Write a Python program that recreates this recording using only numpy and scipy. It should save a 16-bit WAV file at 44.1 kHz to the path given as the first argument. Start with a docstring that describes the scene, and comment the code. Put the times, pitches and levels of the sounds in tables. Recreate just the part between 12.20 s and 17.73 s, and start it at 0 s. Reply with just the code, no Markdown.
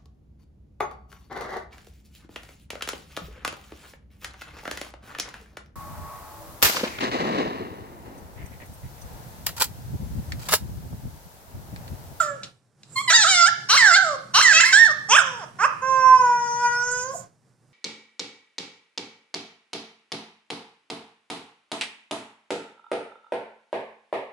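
"""A husky puppy behind a wire gate in a small tiled room whines, ticks its paws on the wire and squeaks.
Three cracking yowls follow, the last two led in by yaps; then a yap sinks into a moan.
After one more yap it holds a long soft howl that ends in a grunt.
The voice is a stack of vocal-fold harmonics shaped by mouth, throat and head resonances.
Throughout, the walls ring briefly and the house rumbles low; two unlike microphones stand close by."""
import sys
import numpy as np
from scipy import signal
from scipy.fft import rfft, irfft
from scipy.io import wavfile
from scipy.ndimage import uniform_filter1d, minimum_filter1d, map_coordinates

SR = 44100
rng = np.random.default_rng(int(sys.argv[2]) if len(sys.argv) > 2 else 0)


def wrap_up_sound(samples):
    """Save the sound to the file named by the first command line argument, as 16-bit audio."""
    columns = np.atleast_2d(samples).T
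    # keep every value between -1 and 1, then stretch to whole-number steps
    tamed = np.clip(columns, -1, 1)
    steps = np.round(tamed * 32767).astype(np.int16)
    wavfile.write(sys.argv[1], SR, steps)


N = 243873
TIME = np.arange(N) / SR

USUAL_DB, MOUTH_DB, FLICKER_DB = -20, -3, 4
HOLLOW_HZ, HOLLOW_HALF_WIDTH_HZ, TOP_HZ = 4002, 750, 14600
# voice cracks: t/s, length/s, roughness/0-1, strong-weak cycle alternation/0-1
CRACKS = [(0.911, 0.027, 0.07, .8), (1.061, 0.02, 0, .45), (1.63, 0.19, 0.05, .12),
          (2.227, 0.028, 0.22, .1), (2.377, 0.093, 0.03, .1), (2.485, 0.089, 0.23, .3),
          (3.853, 0.041, 0.03, .03)]
# overtones caught by a narrow tract resonance: t/s, half length/s, f/Hz, level/dB
FLARES = [(2.379, 0.048, 2610, -13), (3.444, 0.01, 2530, -20), (3.85, 0.32, 2540, -42),
          (4.456, 0.012, 2410, -38)]
def voice(call, mouth_hz, jitter, air_db, throat, head, throat_db, head_db, throat_reach, head_reach,
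          mouth_width_hz, chest_db, wheeze_db, fade_s,
          throat_growth=0, chest_growth=0, hollow=0, top_hz=9300, head_shift=1):
    """Vocal-fold harmonics weighted by the tract. Reach: harmonic number; growth: dB per dB."""
    times, *columns = np.transpose(call)
    span = (TIME > times[0] - fade_s / 2) & (TIME < times[-1] + fade_s)
    t = TIME[span]
    pitch_hz, db, treble_db = (np.interp(t, times, c) for c in columns)
    rough, split = sum(np.outer(amounts, np.exp(-(2 * (t - s) / length_s) ** 4))
                       for s, length_s, *amounts in CRACKS)
    # strained folds lose their regular beat
    hz = pitch_hz * (1 + jitter * wobble(t, 110) + 0.06 * rough * wobble(t, 700))
    phase = 2 * np.pi * np.cumsum(hz) / SR
    k = np.arange(1, 29)[:, None]
    f = k * hz
    # on high notes the jaw drops: the mouth tracks harmonic 2 and narrows
    lips_hz, shift = (np.broadcast_to(control, N)[span] for control in (mouth_hz, head_shift))
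    mouth = resonance(f, np.maximum(lips_hz, 2 * pitch_hz), mouth_width_hz * 550 / pitch_hz)
    flicker = undb(FLICKER_DB * np.array([wobble(t, 35) for _ in k]))
    shapes = [mouth]
    for modes, reach, factor in (throat, throat_reach, 1), (head, head_reach, shift):
        ring = sum(undb(mode_db) * resonance(f, centre * factor, width) for centre, width, mode_db in modes)
        shapes.append(flicker * ring / (1 + (k / reach) ** 5))
    mouth_db = db + MOUTH_DB
    throat_level_db = USUAL_DB + throat_db + throat_growth * (treble_db - USUAL_DB)
    power = sum(undb(2 * level_db) * shape ** 2 / np.sum(shape ** 2, axis=0)
                for shape, level_db in zip(shapes, (mouth_db, throat_level_db, treble_db + head_db)))
    for s, half_s, flare_hz, flare_db in FLARES:
        if t[0] < s < t[-1]:
            flare = undb(flare_db) * np.exp(-((t - s) / half_s) ** 2)
            power += (flare * resonance(f, flare_hz, width_hz=410)) ** 2
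    power[0] += undb(2 * (chest_db + chest_growth * (mouth_db - USUAL_DB)))
    # the voice is thin in the lows and its top is cut off steeply; the nose can notch one band
    amplitude = np.sqrt(2 * power / (1 + (530 / f) ** 12 + (f / top_hz) ** 20)) * (f < TOP_HZ)
    amplitude *= 1 - hollow * np.exp(-((f - HOLLOW_HZ) / HOLLOW_HALF_WIDTH_HZ) ** 4)
    smear = (undb(air_db) + 1.7 * rough) * np.sqrt(f / 3000)
    turbulence = np.array([wobble(t, 600) + 1j * wobble(t, 600) for _ in k])
    half_harmonics = split * (k > 1) * np.exp(1j * phase / 2)
    carriers = np.exp(1j * (k * phase + 0.32 * k ** 2))
    partials = np.real((1 + smear * turbulence + half_harmonics) * carriers)
    tone = np.sum(amplitude * partials, axis=0) / np.hypot(1, split)
    # each fold opening puffs air past the teeth
    airflow = undb(treble_db) * (undb(wheeze_db) + .7 * rough) * (1 + .5 * np.cos(phase))
    wheeze = airflow * hiss(hz=8000, width_hz=2500, size=len(t))
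    ramp = np.clip(np.minimum(t - t[0], t[-1] - t) / (2 * fade_s), 0, 1)
    out = np.zeros(N)
    out[span] = (tone + wheeze) * np.sin(np.pi / 2 * ramp) ** 2
    return out


YOWL_MOUTH_HZ, YOWL_JITTER = 1130, .0055
# open-jaw resonances: f/Hz, width/Hz, level/dB
THROAT_OPEN = [(2140, 340, 1.5), (3770, 1400, 5.5)]
HEAD_OPEN = [(5020, 3900, 16), (7300, 830, 1)]
OPEN_JAWS = dict(throat=THROAT_OPEN, head=HEAD_OPEN, throat_db=-1, throat_growth=2.3, throat_reach=5.54,
                 head_reach=35, mouth_width_hz=190, top_hz=8400, wheeze_db=-33, fade_s=.0045)
# yowl contours: t/s, pitch/Hz, level/dB, treble/dB
WAVERING_YOWL = [(0.899, 685, -17, -18.5), (0.907, 648, -17, -17.5), (0.921, 682, -17, -20.5),
                 (0.943, 938, -16.5, -16.5), (0.961, 959, -18.5, -14), (0.993, 873.5, -15, -22),
                 (1.031, 806, -27.5, -16.5), (1.051, 632, -12.5, -24.5), (1.093, 797, -29, -17.5),
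                 (1.153, 712, -29, -19), (1.201, 697.6, -14.5, -20), (1.253, 680, -12.5, -22.5),
                 (1.273, 773, -23, -19), (1.29, 888, -9.5, -38.5)]
FALLING_YOWL = [(1.572, 1093, -19, -16.5), (1.628, 918, -8, -24), (1.722, 665, -15.5, -22),
                (1.748, 703.5, -17, -16), (1.77, 814, -13, -20), (1.79, 746.7, -13.5, -33),
                (1.816, 802, -22, -36.5), (1.852, 663, -22.5, -33.5), (1.96, 535, -34.5, -42.5)]
BREAKING_YOWL = [(2.221, 1087, -37.5, -18), (2.255, 989, -7, -21), (2.325, 797, -12.5, -23.5),
                 (2.337, 634, -29, -19), (2.363, 643.5, -27, -17), (2.399, 677.4, -17.5, -20.5),
                 (2.411, 992, -12, -16), (2.431, 1081, -21.5, -26), (2.437, 813.4, -8, -26),
                 (2.46, 1023, -16, -22), (2.519, 1080, -22, -33.5), (2.531, 758.4, -13, -18),
                 (2.595, 906, -8, -23), (2.625, 931, -5.5, -27.5), (2.667, 860.5, -14, -25),
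                 (2.691, 637, -29, -44), (2.72, 572, -29.5, -31)]
# yowls: contour, fundamental/dB, head re treble/dB, hoarseness/dB
YOWLS = [(WAVERING_YOWL, -35.5, -1.5, -32.5), (FALLING_YOWL, -34, -2.5, -24.5),
         (BREAKING_YOWL, -41.5, -1.7, -31.5)]
def yowls():
    """Strained calls through open jaws."""
    return sum(voice(call, YOWL_MOUTH_HZ, YOWL_JITTER, air_db, chest_db=chest_db, head_db=head_db,
                     **OPEN_JAWS) for call, chest_db, head_db, air_db in YOWLS)


YAP_JITTER, YAP_AIR_DB = .009, -17
YAP_RISE_HZ_PER_S, YAP_LEAP_S, YAP_SWELL_DB, YAP_DULLING_DB_PER_S = 2400, 0.015, 22.5, 75
# snapping-jaw and raised-muzzle resonances: f/Hz, width/Hz, level/dB
THROAT_YAP = [(2254, 680, -6.5), (2950, 290, 15.5), (3993, 230, 14)]
HEAD_YAP = [(4400, 430, 4.45), (5800, 900, 6.3)]
THROAT_RAISED = [(2623, 310, -12), (3370, 350, 0.5)]
HEAD_RAISED = [(5640, 1200, 6.3), (7500, 5100, 4.5)]
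SNAPPING_JAWS = dict(throat=THROAT_YAP, head=HEAD_YAP, throat_db=-1, throat_growth=1.8, head_db=-2.5,
                     throat_reach=14, head_reach=38.5, mouth_width_hz=390, chest_db=-42.5,
                     chest_growth=.3, top_hz=6700, wheeze_db=-19.5, fade_s=0.0051)
RAISED_MUZZLE = dict(throat=THROAT_RAISED, head=HEAD_RAISED, throat_db=3.5, throat_growth=2.7,
                     head_db=-6, throat_reach=5, head_reach=14, mouth_width_hz=560, chest_db=-39,
                     chest_growth=0.37, hollow=0.65, wheeze_db=-34, fade_s=.004)
# yaps: t/s, length/s, start pitch/Hz, leap/Hz, level/dB, treble/dB, swell/s, mouth/Hz, posture
YAPS = [(1.485, 0.095, 346, 543.5, -18, -13, 0.0093, 1292, SNAPPING_JAWS),
        (2.136, 0.083, 326, 523, -16.5, -13, 0.0065, 1186, SNAPPING_JAWS),
        (2.886, .089, 383.8, 323.4, -13, -12, 0.021, 880, RAISED_MUZZLE),
        (3.386, 0.076, 339.4, 127.5, -12, -24, 0.026, 1254, RAISED_MUZZLE)]
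def yap(start_s, length_s, start_hz, leap_hz, db, treble_db, swell_s, mouth_hz, posture):
    """Raspy scoop: the pitch climbs, then leaps; the level swells while the treble dulls."""
    age = np.arange(0, length_s, 1 / SR)
    pitch_hz = start_hz + YAP_RISE_HZ_PER_S * age + leap_hz * np.exp((age - length_s) / YAP_LEAP_S)
    swell_db = -YAP_SWELL_DB * np.exp(-age / swell_s)
    dulled_db = treble_db - YAP_DULLING_DB_PER_S * age
    call = np.transpose([start_s + age, pitch_hz, db + swell_db, dulled_db + swell_db])
    return voice(call, mouth_hz, YAP_JITTER, YAP_AIR_DB, **posture)


# round-lip head resonances: f/Hz, width/Hz, level/dB
HEAD_HOWL = [(6174, 1030, 6.4), (9820, 1800, 2.7)]
ROUND_LIPS = dict(throat=THROAT_RAISED, head=HEAD_HOWL, throat_db=-44.5, head_db=-5.5, throat_reach=5.7,
                  head_reach=6.4, mouth_width_hz=160, chest_db=-37, chest_growth=0.12, hollow=0.65,
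                  wheeze_db=-28.5, fade_s=0.0041)
# lip movement: t/s, mouth/Hz, factor on head resonance frequencies
LIPS = [(3.65, 1224, 1.04), (3.9, 1130, .93), (4.159, 1118, 1.04), (4.46, 1154, 1.025), (4.599, 1305, 0.95),
        (4.74, 1270, 1.16), (4.92, 1204, 1.03)]
# howl contour: t/s, pitch/Hz, level/dB, treble/dB
HOWL = [(3.618, 504, -35, -37), (3.632, 521, -24.5, -44), (3.688, 528.4, -22, -36.5),
        (3.94, 513.5, -9.5, -34), (3.984, 508.2, -20.5, -32.5), (4.072, 487.3, -16.5, -37.5),
        (4.168, 481.5, -20, -37.5), (4.34, 477.4, -24.5, -32), (4.425, 484.8, -22, -34),
        (4.458, 481, -14.5, -29), (4.51, 480.3, -18, -33.5), (4.822, 497.8, -33.5, -27),
        (4.924, 548.3, -37, -42.5), (4.945, 520, -39, -54)]
def howl():
    """Long clean note, the lips retuning the tract; a grunt ends it."""
    times, *columns = np.transpose(LIPS)
    mouth_hz, head_shift = (np.interp(TIME, times, c) for c in columns)
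    note = voice(HOWL, mouth_hz, jitter=.0018, air_db=-49, head_shift=head_shift, **ROUND_LIPS)
    grunt = puff(s=4.953, db=-38.5, half_s=0.015, hz=687, width_hz=130)
    return note + grunt


# moan contour: t/s, pitch/Hz, level/dB, treble/dB
MOAN = [(2.976, 924, -11, -27), (2.992, 736, -9.5, -19.5), (3.024, 559, -35, -36), (3.19, 454, -40, -46.5),
        (3.245, 289.6, -34.5, -41)]
def moan():
    """Falling call with the muzzle raised."""
    return voice(MOAN, mouth_hz=880, jitter=YAP_JITTER, air_db=YAP_AIR_DB, **RAISED_MUZZLE)


# whine contour: t/s, pitch/Hz, level/dB, treble/dB
WHINE = [(0.0, 714, -3, -22), (0.03, 601, -36, -32.5), (0.112, 574.3, -35.5, -47.5), (0.175, 549, -54, -57)]
def whine():
    """Breathy closed-mouth call that rings high in the head."""
    closed_mouth = dict(ROUND_LIPS, head_shift=1.19, wheeze_db=-22.5)
    return voice(WHINE, mouth_hz=1460, jitter=YOWL_JITTER, air_db=-16, **closed_mouth)


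# squeak contours: t/s, pitch/Hz, level/dB, treble/dB
FIRST_SQUEAK = [(0.757, 1072, -39.5, -23), (0.783, 1052, -20.5, -21), (0.818, 1147, -34.5, -27)]
SECOND_SQUEAK = [(0.876, 1034, -19.5, -19.5), (0.907, 953, -16.5, -17.5)]
def squeaks():
    """Thin calls from a tight throat, with few overtones."""
    tight_throat = dict(OPEN_JAWS, throat_reach=4.5, chest_db=-32, head_db=-22, wheeze_db=-20.5)
    return sum(voice(call, YOWL_MOUTH_HZ, YOWL_JITTER, air_db=-22, **tight_throat)
               for call in (FIRST_SQUEAK, SECOND_SQUEAK))


# nose air: t/s, level/dB, half length/s, f/Hz, width/Hz
SNORTS = [(0.005, -37, 0.049, 3400, 3500), (0.816, -43, 0.093, 7560, 1020),
          (2.913, -16.5, 0.014, 6070, 444), (4.968, -40, 0.046, 6990, 1672)]
def puff(s, db, half_s, hz, width_hz):
    """Short swell of air in one resonance."""
    return hiss(hz, width_hz) * undb(db) * np.exp(-((TIME - s) / half_s) ** 2)


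# claws on the gate: t/s, level/dB, f/Hz, decay/s
TICKS = [(0.233, -28.5, 3500, 0.011), (0.633, -27, 3600, 0.0022), (4.716, -28, 7500, 0.006)]
def paws(attack_s=0.00019):
    """Claws scratch the wire, dulled by the pads."""
    ticks = np.zeros(N)
    for s, db, hz, decay_s in TICKS:
        envelope = np.exp(-np.maximum((TIME - s) / decay_s, (s - TIME) / attack_s))
        ticks += hiss(hz, width_hz=2500) * undb(db) * envelope
    return colour(ticks, hz=[8500, 12000], db=[0, -24])


# floor echo: delay/s, gain
ECHOES = [(.0019, 0.17)]
# wall ring: f/Hz, level/dB, t60/s
ROOM = [(520, -2, 0.44), (1630, -6, 0.52), (3500, -5.5, 0.55), (8000, -5, 0.087)]
def room(x):
    """Direct sound, floor echo and diffuse ring at one microphone."""
    t = TIME[:SR * 3 // 4]
    band_hz = np.array(ROOM)[:, 0]
    log_f = np.log(np.fft.rfftfreq(len(t), 1 / SR) + 1)
    onset = np.clip((t - .004) / 0.00037, 0, 1)
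    response = np.zeros(len(t))
    for hz, db, t60_s in ROOM:
        tail = rng.standard_normal(len(t)) * np.exp(-np.log(1000) * t / t60_s) * onset
        share = np.interp(log_f, np.log(band_hz), band_hz == hz)
        response += undb(db) * irfft(rfft(tail) * np.sqrt(share), len(t)) / np.linalg.norm(tail)
    response[0] += 1
    for delay_s, gain in ECHOES:
        response[int(delay_s * SR)] += gain
    return signal.fftconvolve(x, response)[:N]


# house noise spectrum: f/Hz, relative level/dB
HOUSE = [(70, -21.5), (125, 3), (300, -17), (1000, -24.5), (9000, -33), (14000, -58.5)]
def house(db=-49.5, side_re_mid_db=-9.5):
    """Low rumble and faint hiss, nearly alike at both microphones."""
    mid, side = (unit(colour(rng.standard_normal(N), *np.transpose(HOUSE))) for _ in range(2))
    return (mid + undb(side_re_mid_db) * side * np.array([[1], [-1]])) * undb(db)


def undb(db):
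    """Decibels to gain."""
    return 10 ** (np.asarray(db) / 20)


def unit(x):
    """Scale to rms 1."""
    return x / np.sqrt(np.mean(x ** 2))


def colour(x, hz, db):
    """Filter by a curve over log frequency."""
    f = np.fft.rfftfreq(len(x), 1 / SR)
    return irfft(rfft(x) * undb(np.interp(np.log(f + 1), np.log(hz), db)), len(x))


def resonance(f, hz, width_hz):
    """Steep resonance, gain 1 at its centre."""
    return 1 / (1 + ((f * f - hz * hz) / (f * width_hz)) ** 2)


def hiss(hz, width_hz, size=N):
    """Noise in one resonance, rms 1."""
    gain = resonance(np.fft.rfftfreq(size, 1 / SR) + 1, hz, width_hz)
    return unit(irfft(rfft(rng.standard_normal(size)) * gain, size))


def wobble(t, rate_hz):
    """Smooth random drift, rms about 1."""
    step = int(SR / rate_hz)
    held = np.repeat(rng.standard_normal(N // step + 2), step)
    return unit(uniform_filter1d(held, step))[:len(t)]


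def scene(right_lag_s=.00006):
    """Pup and paws in the room, reaching the left microphone first, over the house noise."""
    pup = whine() + squeaks() + sum(yap(*row) for row in YAPS) + yowls() + moan() + howl()
    snorts = sum(puff(*row) for row in SNORTS)
    left = pup + snorts + paws()
    right = map_coordinates(left, [np.arange(N) - right_lag_s * SR], order=3)
    return np.array([room(left), room(right)]) + house()


def suppress(x, open_db=-45, range_db=7.5, depth_db=23, window_s=0.094):
    """Noise suppressor: lowers the pauses."""
    power = uniform_filter1d(np.mean(x ** 2, axis=0), int(window_s * SR))
    level_db = 10 * np.log10(np.abs(power) + 1e-12)
    quiet = np.clip((open_db - level_db) / range_db, 0, 1)
    return x * undb(-depth_db * uniform_filter1d(quiet, SR // 20))


PEAK_CEILING, LIMITER_SAMPLES = .92, SR // 400
# microphone responses: f/Hz, left/dB, right/dB
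MICS = [(160, -2, -0.27), (424, 4, 3.5), (1560, -3, 4.5), (2956, -7.5, -3.5), (4220, -1, -6), (5600, 4, -1),
        (7360, -15, 5.5), (8300, -9.5, 5), (11300, 0, 7.5)]
def record(dry):
    """Microphone colour, noise suppressor, fast limiter, low-pass."""
    hz, *sides_db = np.transpose(MICS)
    heard = suppress(np.array([colour(x, hz, db) for x, db in zip(dry, sides_db)]))
    gain = PEAK_CEILING / np.maximum(np.abs(heard), PEAK_CEILING)
    heard *= uniform_filter1d(minimum_filter1d(gain, LIMITER_SAMPLES), LIMITER_SAMPLES)
    return signal.sosfilt(signal.ellip(8, .2, 70, TOP_HZ, fs=SR, output="sos"), heard)


dry = scene()
out = record(dry)
wrap_up_sound(out)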